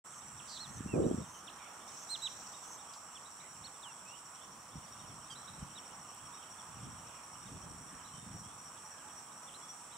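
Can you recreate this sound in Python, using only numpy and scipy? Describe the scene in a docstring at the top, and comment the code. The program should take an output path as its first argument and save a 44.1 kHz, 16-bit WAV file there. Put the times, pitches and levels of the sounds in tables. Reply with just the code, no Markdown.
"""A marsh insect chorus. From the start, a distant low wash and a far insect crowd lie under long
buzzes near 8 kHz and crickets whose wing strokes chirp near 5.7 kHz. Short zips sound in the first 3 s;
small birds chip and whistle throughout. At 1 s one hard gust buffets the microphone; light puffs follow.
A close bird calls twice just after 2 s. A nasal squawk comes at 5.3 s, and from 7.6 s another cricket
joins in double chirps."""
import sys
import numpy as np
from scipy import signal
from scipy.fft import rfft, irfft, next_fast_len
from scipy.io import wavfile
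from scipy.ndimage import uniform_filter1d

SR = 44100
rng = np.random.default_rng(int(sys.argv[2]) if len(sys.argv) > 2 else 0)


def waveform_to_disk(signal):
    """Save audio, clipped to [-1, 1], as 16-bit WAV at the path in sys.argv[1]."""
    frames = np.transpose(np.atleast_2d(signal))
    scaled = np.clip(frames, -1, 1) * 32767
    samples = np.round(scaled).astype(np.int16)
    wavfile.write(sys.argv[1], SR, samples)


N = 439677
T = np.arange(N) / SR

# two microphone ports, ambient noise and wind: (frequency [Hz], coherence [0-1])
AMBIENT_COHERENCE = [(100, 1), (500, 0.92), (1200, 0.81), (1900, 0.18), (3500, 0.55), (4600, 0.11),
                     (5700, 0.5), (6700, 0.1), (7400, 1), (8400, 0.35), (9000, 0.34), (10000, 0.39),
                     (10800, 0.67), (15000, 0.49)]
WIND_COHERENCE = [(40, .97), (100, 0.97), (200, 0.81), (450, 0.3)]
# port balance: (frequency [Hz], left minus right [dB])
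PORT_TILT = [(60, -4), (92, 1.5), (140, -1), (210, -1), (330, -0.5), (500, -7), (770, -4.5), (1170, -3),
             (1790, -7.5), (2740, -6.5), (4190, -2.5), (6410, -1.5), (9810, -0.5), (15000, -1.0)]
# port phase: (frequency [Hz], right lead [rad])
PORT_PHASE = [(50, 0), (1800, 0), (2100, -.8), (2800, .1), (4100, -1), (5000, .2), (5800, .5), (7100, -.8),
              (8500, -2.2), (9300, -.3), (10000, .5), (12000, 0)]
# scatter decay: (frequency [Hz], T60 [s])
MARSH_T60 = [(500, 0.29), (3000, 0.39), (6000, 0.75), (12000, 0.073)]

# far wash with microphone hiss, insect crowd, passing hiss: (frequency [Hz], level [dB])
WASH_SPECTRUM = [(30, -34), (70, -9), (130, -4.5), (230, -3.5), (380, -9.5), (600, -6.5), (850, -0.5),
                 (1200, 2.5), (1600, -7), (2100, -12), (3300, -14.5), (4600, -27.5), (10500, -29),
                 (14000, -27.5), (15200, -27.5)]
CROWD_SPECTRUM = [(4800, -59), (5230, -31), (5520, -2.5), (6050, -23.5), (6700, -17), (7300, -4),
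                  (8300, -2.5), (9000, -4), (9550, -17), (10500, -25), (11300, -22), (12200, -32)]
HISS_SPECTRUM = [(2500, -22), (4200, -9), (5000, -11), (5600, 6.5), (6600, -2.5), (8000, 3), (9500, -28),
                 (14000, -23)]
# their envelopes: (time [s], level [dB])
WASH_LEVEL = [(0, -57.5), (2.2, -55.5), (3.6, -58), (5, -57), (7, -56.5), (8.2, -57.5), (9.97, -57)]
CROWD_LEVEL = [(0, -65.5), (2, -65.5), (5, -65.5), (9.97, -63.5)]
HISS_LEVEL = [(.42, -62), (.5, -53.5), (.58, -56), (.7, -61.5), (1.86, -61), (1.885, -53.5), (2.05, -54),
              (2.2, -53.5), (2.4, -53), (2.6, -56.5), (2.85, -61)]

# long buzzes: (start [s], end [s], swell [s], level [dB], top pitch [Hz])
LONG_BUZZES = [(0, 1.32, .03, -58.5, 8190), (1.5, 4.48, .55, -60.5, 8200), (4.4, 10.1, 0.91, -62.5, 8366)]
# nearest cricket's beat, about 12 chirps/s: (time [s], chirps so far [count])
CRICKET_BEAT = [(.09, 0), (.375, 3), (1.017, 11), (1.889, 21), (2.81, 32), (3.667, 42), (4.53, 52),
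                (5.325, 62), (5.455, 64), (5.635, 66), (6.1, 72), (6.688, 79), (6.993, 83), (7.243, 86),
                (7.435, 88), (7.625, 90), (8.455, 100), (9.97, 117)]
# its effort: (time [s], level [dB])
CRICKET_LEVEL = [(0, -62), (1.6, -64), (2.7, -58), (3.3, -62.5), (4.4, -57.5), (7.2, -58), (8.5, -63),
                 (9.97, -75)]
# insect zips: (end [s], length [s], level [dB])
INSECT_ZIPS = [(.205, 0.12, -63), (.797, 0.14, -62), (1.402, 0.17, -62.5), (2.045, 0.12, -59.5),
               (2.765, 0.15, -58.5)]

# light and hard turbulence: (frequency [Hz], level [dB])
LIGHT_WIND_SPECTRUM = [(20, -41), (45, -18), (80, -2), (150, 1), (240, -7), (400, -19.5), (800, -40),
                       (2000, -70)]
HARD_WIND_SPECTRUM = [(20, -42), (50, -29), (110, -4.5), (180, 0.5), (380, -1.5), (600, -9.5), (900, -22),
                      (2500, -64)]
# light puffs: (peak time [s], time constant [s], level [dB])
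WIND_PUFFS = [(.34, 0.13, -60), (3.62, 0.077, -60.5), (4.03, .05, -64), (4.771, 0.023, -47.5),
              (5.1, 0.2, -55.5), (5.53, 0.027, -50.5), (5.625, 0.068, -52), (5.95, 0.054, -60),
              (6.24, 0.046, -59), (6.86, 0.13, -50), (7.55, 0.095, -49.5), (7.69, 0.16, -53),
              (7.94, .04, -57.5), (8.35, 0.17, -52)]
# hard gust: (time [s], level [dB])
GUST_LEVEL = [(.55, -71), (.81, -47), (.92, -47.5), (.94, -32.5), (1.02, -28), (1.125, -36.5), (1.15, -43),
              (1.21, -43), (1.34, -69)]
# single eddies: (time [s], level [dB], pitch [Hz])
EDDIES = [(.806, -32, 220), (.86, -29.5, 200), (.938, -21.5, 283), (1.002, -20, 344), (1.064, -17.5, 245),
          (1.112, -20, 330), (1.144, -26, 228), (1.183, -27, 200), (4.755, -36.5, 173), (5.625, -33.5, 127)]

# bird notes: (time [s], length [s], level [dB], pitch [Hz], kind)
BIRD_NOTES = [(0.39, 0.021, -60.5, 3400, "flick"), (0.581, 0.093, -51.5, 4250, "arch"),
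              (0.872, .1, -57.5, 2740, "droop"), (1.025, 0.038, -70, 3870, "rise"),
              (1.469, 0.026, -53.5, 3580, "flick"), (1.49, 0.018, -61.5, 3900, "flick"),
              (2.089, 0.077, -42, 4200, "call"), (2.215, 0.068, -40.5, 3953, "call"),
              (2.53, .035, -64, 3780, "rise"), (3.146, 0.04, -58.5, 3490, "chip"),
              (3.248, .03, -67, 3920, "rise"), (3.395, 0.025, -67, 3930, "rise"),
              (3.636, 0.046, -54, 4340, "arch"), (3.82, 0.11, -57.5, 3110, "swoop"),
              (4.41, .035, -68, 3600, "rise"), (4.985, 0.037, -68, 3750, "chip"),
              (5.347, 0.04, -62, 4030, "rise"), (5.469, 0.038, -61, 3960, "rise"),
              (5.748, 0.049, -56, 3900, "chip"), (6.32, .047, -69, 3790, "rise"),
              (6.407, .035, -65, 3360, "chip"), (6.58, .041, -66, 3510, "droop"),
              (7.455, 0.038, -68, 3780, "chip"), (8.04, .038, -68, 4050, "rise"),
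              (9.468, 0.036, -62.5, 3560, "chip"), (9.537, 0.036, -59, 4120, "rise"),
              (9.91, 0.05, -69.5, 3980, "rise")]
# kind: (loudest point [0-1], pitch at 0, 1/3, 2/3 and end [4 ratios], bow [factor], overtone [dB])
NOTE_SHAPES = {"call": (.72, .88, 1, .975, .62, .2, -7.5), "arch": (.34, .74, 1, .94, .68, 1.1, -30),
               "rise": (.37, .74, .96, 1, .91, 1.1, -30), "chip": (.6, .88, 1, .9, .67, 1.1, -30),
               "flick": (.6, 1.08, 1, .83, .66, 1.1, -30), "droop": (.47, .95, 1, .93, .81, 1.1, -26),
               "swoop": (.23, 1.38, 1, .9, .8, 1.1, -28)}
FLOCK_KINDS = ("arch", "rise", "chip", "flick", "droop")
# rasping note: (time [s], pitch [Hz], level [dB])
RASP_CONTOUR = [(.475, 4700, -70), (.492, 4600, -56.5), (.53, 4330, -52.5), (.56, 4030, -52),
                (0.577, 3740, -48), (.592, 3420, -68)]
# far calls: (time [s], length [s], level [dB], first pitch [Hz], last pitch [Hz], hoarseness [Hz])
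FAR_SLURS = [(.52, 0.52, -69, 1890, 1675, 94), (1.332, 0.066, -68, 3150, 2890, 15),
             (1.569, 0.13, -67.5, 2350, 2200, 100), (3.39, .09, -68, 2140, 2220, 134),
             (4.041, .145, -65, 2416, 3140, 17), (4.525, 0.08, -82, 4100, 5300, 11),
             (4.832, .08, -78, 4300, 5300, 15), (7.03, 0.22, -71, 2730, 2390, 190),
             (7.851, 0.29, -70, 1787, 1647, 90), (8.12, 0.093, -67.5, 3104, 3050, 39),
             (8.133, 0.16, -75, 3620, 3640, 12), (8.41, .15, -73, 3130, 3650, 10),
             (8.824, .26, -68.5, 1866, 1507, 95), (8.835, 0.05, -62, 870, 860, 13),
             (9.035, .07, -64, 857, 846, 14), (9.601, 0.099, -67.5, 3375, 3370, 20)]
# dry ticks: (time [s], peak [dB], centre [Hz], decay [s])
DRY_TICKS = [(2.935, -43, 4940, 0.019), (6.146, -45, 9800, .002), (8.402, -55, 9500, .003)]
# squawking bird's throat: (frequency [Hz], gain [dB])
THROAT_RESPONSE = [(1600, -24), (3200, 2), (4800, -8), (6400, -11), (8000, -9), (9600, -15), (11200, -28)]


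def gain_of(db):
    """dB to amplitude."""
    return 10 ** (np.asarray(db) / 20)


def unit_rms(x):
    """Scale to rms 1."""
    return x / np.sqrt(np.mean(x ** 2) + 1e-20)


def at_hz(table, hz):
    """Interpolate on log frequency."""
    table_hz, value = np.transpose(table)
    return np.interp(np.log(hz + 1), np.log(table_hz + 1), value)


def envelope(table):
    """dB curve to gain per sample."""
    return gain_of(np.interp(T, *np.transpose(table)))


def phase_of(hz):
    """Running phase in rad."""
    return 2 * np.pi * np.cumsum(hz) / SR


def add(mix, at_s, sound):
    """Mix in place."""
    part = mix[max(round(at_s * SR), 0):][:len(sound)]
    part += sound[:len(part)]


def drift(cutoff_hz):
    """Low-passed noise, rms 1."""
    n = next_fast_len(N)
    hz = np.fft.rfftfreq(n, 1 / SR)
    return unit_rms(irfft(rfft(rng.standard_normal(n)) / (1 + (hz / cutoff_hz) ** 4))[:N])


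def resonate(x, hz, width_hz):
    """Two-pole band-pass."""
    r = np.exp(-np.pi * width_hz / SR)
    return signal.lfilter([1, 0, -1], [1, -2 * r * np.cos(2 * np.pi * hz / SR), r * r], x)


def port_noise(spectrum, patchy_db=1, coherence=AMBIENT_COHERENCE):
    """Coloured noise with drifting patches at the two ports, rms 1."""
    hz = np.fft.rfftfreq(1024, 1 / SR)
    a, b, c, d, patches = rng.standard_normal((5, N // 256 + 5, 513))
    patches = unit_rms(uniform_filter1d(uniform_filter1d(patches, size=16, axis=0), size=12, axis=1))
    shared = np.clip(at_hz(coherence, hz), -1, 1)
    left = a + 1j * b
    right = (shared * left + np.sqrt(1 - shared ** 2) * (c + 1j * d)) * np.exp(1j * at_hz(PORT_PHASE, hz))
    tilt = gain_of(at_hz(PORT_TILT, hz) / 2)
    frames = np.array([left * tilt, right / tilt]) * gain_of(at_hz(spectrum, hz) + patchy_db * patches)
    return unit_rms(signal.istft(frames.swapaxes(1, 2), nperseg=1024, noverlap=768)[1][:, :N])


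def outdoors(dry, left_db, wet_db, right_lag_ms=0):
    """Place a source in stereo, with thin scatter from reeds and banks."""
    taps = rng.choice([-1., 1.], (2, SR // 2)) * (rng.random((2, SR // 2)) < 1 / 20)
    hz, t, frames = signal.stft(taps, SR, nperseg=256)
    tail = signal.istft(frames * gain_of(-60 * t / at_hz(MARSH_T60, hz)[:, None]), SR, nperseg=256)[1]
    scatter = signal.fftconvolve(dry[None], tail / np.linalg.norm(tail[0]), axes=1)[:, :N]
    n = next_fast_len(N)
    delay = np.exp(-2j * np.pi * np.fft.rfftfreq(n, 1000 / SR) * right_lag_ms)
    right = irfft(rfft(dry, n) * delay, n)[:N]
    return (np.array([dry, right]) + gain_of(wet_db) * scatter) * gain_of([[left_db / 2], [-left_db / 2]])


def wash(gain_db=2):
    """Distant low noise, nearly steady."""
    return port_noise(WASH_SPECTRUM, patchy_db=1.1) * envelope(WASH_LEVEL) * gain_of(gain_db)


def insect_crowd(gain_db=6.5, stroke_hz=118):
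    """Far insects blur to a hiss; the nearer ones throb at their stroke rate."""
    blur = port_noise(CROWD_SPECTRUM) * envelope(CROWD_LEVEL) * gain_of(gain_db)
    return blur * (1 + .27 * np.sin(phase_of(stroke_hz + 6 * drift(8.3))))


def buzz(start_s, end_s, swell_s, db, top_hz, stroke_hz=108, fall_hz=1200, stop_s=.1):
    """Fast strokes, each gliding down; the train swells, holds and stops short."""
    stroke = np.cumsum(stroke_hz * (1 + .008 * drift(3) + .03 * drift(60))) / SR % 1
    pitch_hz = top_hz - fall_hz * stroke ** 1.3 + 70 * drift(400)
    push = np.sin(np.pi * stroke) ** 1.5 * (1 + .25 * drift(300))
    gain = gain_of(db) * np.clip((T - start_s) / swell_s, 0, 1) * np.clip((end_s - T) / stop_s, 0, 1)
    song = gain * unit_rms(push * np.sin(phase_of(pitch_hz)))
    return outdoors(song, left_db=-6.5, wet_db=-8, right_lag_ms=.02)


def near_chirps(join_s=7.566, pair_every_s=.259, pair_gap_s=.066, run_every_s=.098):
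    """Three crickets, each on its own beat: (time [s], length [s], level [dB], pitch [Hz])."""
    beat_s, count = np.transpose(CRICKET_BEAT)
    nearest = [(at_s, .039, np.interp(at_s, *np.transpose(CRICKET_LEVEL)), 5646)
               for at_s in np.interp(np.arange(count[-1]), count, beat_s)]
    early_run = [(at_s, .0494, -62.5, 5860) for at_s in np.arange(.09, 1.2, run_every_s)]
    late_pairs = [(at_s + k * pair_gap_s, .056, db - 9.5 * np.exp((join_s - at_s) / .5), 5730)
                  for at_s in np.arange(join_s, 9.8, pair_every_s) for k, db in enumerate((-57.5, -55.5))]
    rows = np.array(nearest + late_pairs + early_run)
    return rows + rng.standard_normal(rows.shape) * [0, .003, 2, 25]


def crickets(stroke_range_hz=(75.44, 102.12), sag=.013, depth=.61, gain_db=-3.5, overtone_db=-24):
    """A chirp is a few wing strokes, each sagging in pitch. Far crickets chirp at random."""
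    out, grain, wobble = np.zeros(N), drift(230), drift(150)
    far_chirps = [(.1 + 9.8 * when, .04 + .035 * span, -65 - 4 * faint, 5480 + 280 * high)
                  for when, span, faint, high in rng.random((70, 4))]
    for centre_s, length_s, db, hz in list(near_chirps()) + far_chirps:
        t = np.arange(int(length_s * SR)) / SR
        here = np.minimum(int(centre_s * SR) + np.arange(len(t)), N - 1)
        stroke = (rng.random() + t * rng.uniform(*stroke_range_hz)) % 1
        phase = phase_of(hz * (1 + sag * (1 - 2 * stroke) + .0053 * wobble[here]))
        tone = np.sin(phase) + gain_of(overtone_db) * np.sin(2 * phase)
        push = (1 - depth * np.cos(np.pi * stroke) ** 2) * (1 + .2 * grain[here])
        chirp = unit_rms(tone * push * signal.windows.tukey(len(t), .8))
        add(out, centre_s - t[-1] / 2, gain_of(db + gain_db) * chirp)
    return outdoors(out, left_db=4, wet_db=-11, right_lag_ms=-.016)


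def zips(tooth_hz=174, ring_hz=6300, sweep_hz=700, overtone_db=-17):
    """An insect's ringing pulses, each rising in pitch; the train swells and stops at once."""
    out, wobble = np.zeros(N), drift(640)
    for end_s, length_s, db in INSECT_ZIPS:
        u = np.linspace(0, 1, int(length_s * SR))
        stroke = u * length_s * tooth_hz % 1
        phase = phase_of(ring_hz + sweep_hz * (stroke - .5) + 130 * wobble[int(end_s * SR):][:len(u)])
        tone = np.sin(phase) + gain_of(overtone_db) * np.sin(2 * phase)
        pulses = np.sin(np.pi * stroke) ** 4 * (.18 + u) * signal.windows.tukey(len(u), .1)
        add(out, end_s - length_s, gain_of(db) * unit_rms(tone * pulses))
    return outdoors(out, left_db=-.3, wet_db=-12)


def wind_force(calm_db=-79):
    """Breeze, gust and puffs, summed in power."""
    gust = envelope(GUST_LEVEL) * (T > GUST_LEVEL[0][0]) * (T < GUST_LEVEL[-1][0])
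    puff_power = sum((gain_of(db) * np.exp(-abs(T - at_s) / tau_s)) ** 2 for at_s, tau_s, db in WIND_PUFFS)
    return np.sqrt(gain_of(calm_db) ** 2 + gust ** 2 + puff_power)


def wind(hard_from_db=-48, span_db=11, gain_db=-1.5, lumpy_db=2.1, light_db=2, right_lag_s=.0006):
    """Lumpy turbulence at the ports, brighter when strong."""
    force = wind_force()
    hardness = np.clip((20 * np.log10(force) - hard_from_db) / span_db, 0, 1)
    left, right = port_noise(HARD_WIND_SPECTRUM, coherence=WIND_COHERENCE)
    hard = np.array([left, np.roll(right, round(right_lag_s * SR))])
    light = gain_of(light_db) * port_noise(LIGHT_WIND_SPECTRUM, patchy_db=.5, coherence=WIND_COHERENCE)
    rumble = np.sqrt(1 - hardness) * light + np.sqrt(hardness) * hard
    lumps = unit_rms(gain_of(lumpy_db * drift(37)))
    return rumble * force * lumps * gain_of(gain_db)


def bird_note(length_s, hz, kind):
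    """A near-sine note hooks onto a bowed glide, then away; its overtones fade early."""
    loudest, *ratios, bow, overtone_db = NOTE_SHAPES[kind]
    first, early, late, last = hz * np.array(ratios)
    u = np.linspace(0, 1, int(length_s * SR))
    arch_hz = bow * (early + late - first - last) * (2 * u * (1 - u) - 4 / 9)
    glide_hz = early + (late - early) * (3 * u - 1) + arch_hz
    hook_in_hz = (first - glide_hz[0]) * (1 - 3 * u).clip(0) ** 2
    hook_out_hz = (last - glide_hz[-1]) * (3 * u - 2).clip(0) ** 1.7
    wobble, shake = (unit_rms(uniform_filter1d(v, size=120)) for v in rng.standard_normal((2, len(u))))
    phase = phase_of((glide_hz + hook_in_hz + hook_out_hz) * (1 + .0033 * wobble))
    bright = gain_of(overtone_db) * 2.4 * (1 - u) ** 1.34
    tone = np.sin(phase) + bright * np.sin(2 * phase) + .14 * bright ** 2 * np.sin(3 * phase)
    swell = np.sin(np.pi * np.interp(u, [0, loudest, 1], [0, .5, 1])).clip(0) ** .9
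    return unit_rms(tone * swell * (1 + .075 * shake))


def birds(near_above_db=-60, flock_notes=160, flock_hz=3380, spread_hz=850):
    """Near notes arrive almost dry; far notes and a flock's random chatter carry more scatter."""
    near, far = np.zeros(N), np.zeros(N)
    for at_s, length_s, db, hz, kind in BIRD_NOTES:
        add(near if db > near_above_db else far, at_s, gain_of(db) * bird_note(length_s, hz, kind))
    for when, span, faint, high, pick in rng.random((flock_notes, 5)):
        kind = FLOCK_KINDS[int(pick * len(FLOCK_KINDS))]
        note = bird_note(.03 * (1 + span), flock_hz + spread_hz * (high - .5), kind)
        add(far, when * T[-1], gain_of(-72 - 6 * faint) * note)
    return (outdoors(near, left_db=-5.5, wet_db=-18, right_lag_ms=-.0088)
            + outdoors(far, left_db=-8, wet_db=-4.5))


def hiss(flicker_db=1.5):
    """A soft high hiss swells twice, then stays faint."""
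    return port_noise(HISS_SPECTRUM) * envelope(HISS_LEVEL) * gain_of(flicker_db * drift(60))


def rasp(trill_hz=150, swing_hz=400):
    """A bird's falling note, torn by a fast trill."""
    times_s, hz, db = np.transpose(RASP_CONTOUR)
    trill = np.sin(2 * np.pi * trill_hz * T)
    pitch_hz = np.interp(T, times_s, hz) + swing_hz * trill + 160 * drift(740)
    gain = gain_of(np.interp(T, times_s, db)) * (T > times_s[0]) * (T < times_s[-1])
    note = gain * (1.5 + .28 * trill) * np.sin(phase_of(pitch_hz))
    return outdoors(note, left_db=-6, wet_db=-16, right_lag_ms=-.008)


def slurs():
    """Thin whistles, faint hoots and hoarse bird calls, blurred by distance."""
    out, wobble = np.zeros(N), drift(180)
    for at_s, length_s, db, first_hz, last_hz, hoarse_hz in FAR_SLURS:
        n = int(length_s * SR)
        pitch_hz = np.linspace(first_hz, last_hz, n) + hoarse_hz * np.roll(wobble, -int(at_s * SR))[:n]
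        add(out, at_s, gain_of(db) * unit_rms(signal.windows.tukey(n, .5) * np.sin(phase_of(pitch_hz))))
    return outdoors(out, left_db=-9, wet_db=-4)


def buffets(rise_cycles=.36, gain_db=-.5, right_lag_s=.0004):
    """Single eddies thump the left port, then the right."""
    out, t = np.zeros((2, N)), np.arange(SR // 20) / SR
    for at_s, db, hz in EDDIES:
        age = t * hz / rise_cycles
        thump = gain_of(db + gain_db) * age * np.exp(1 - age) * np.sin(2 * np.pi * hz * t)
        add(out[0], at_s, thump)
        add(out[1], at_s + right_lag_s, thump)
    return out


def ticks(width_hz=4600):
    """Tiny dry snaps of decaying band noise."""
    out, t = np.zeros(N), np.arange(SR // 10) / SR
    for at_s, db, hz, decay_s in DRY_TICKS:
        noise = resonate(rng.standard_normal(len(t)), hz, width_hz)
        snap = resonate(noise, hz, width_hz) * np.exp(-t / decay_s)
        add(out, at_s, gain_of(db) * snap / abs(snap).max())
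    return outdoors(out, left_db=2, wet_db=-16)


def squawk(at_s=5.298, length_s=.047, db=-52, first_hz=1620, fall_hz=120, jitter_hz=150):
    """Falling harmonics, nasal: the throat weakens the fundamental."""
    out, u = np.zeros(N), np.linspace(0, 1, int(length_s * SR))
    phase = phase_of(first_hz - fall_hz * u ** 2 + jitter_hz * rng.standard_normal(len(u)))
    tone = sum(gain_of(at_hz(THROAT_RESPONSE, k * first_hz)) * np.sin(k * phase) for k in range(1, 8))
    add(out, at_s, gain_of(db) * unit_rms(tone * signal.windows.tukey(len(u), .4) * (1 - .5 * u)))
    return outdoors(out, left_db=-6.3, wet_db=-19, right_lag_ms=.01)


def scene():
    """Insects, birds, ticks, background and wind."""
    insects = crickets() + zips() + sum(buzz(*row) for row in LONG_BUZZES)
    calls = birds() + squawk() + rasp() + slurs()
    return insects + calls + ticks() + wash() + insect_crowd() + hiss() + wind() + buffets()


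def record(dry, open_s=.04, fade_s=.015, low_hz=48, high_hz=15750):
    """The recorder fades in, sheds deep rumble and limits the band."""
    opened = dry * np.clip((T - open_s) / fade_s, 0, 1)
    thinned = signal.sosfilt(signal.butter(2, low_hz, "high", fs=SR, output="sos"), opened)
    lowpass = signal.firwin(511, high_hz, window=("kaiser", 9), fs=SR)
    return signal.oaconvolve(thinned, lowpass[None], "same")


dry = scene()
out = record(dry)
waveform_to_disk(out)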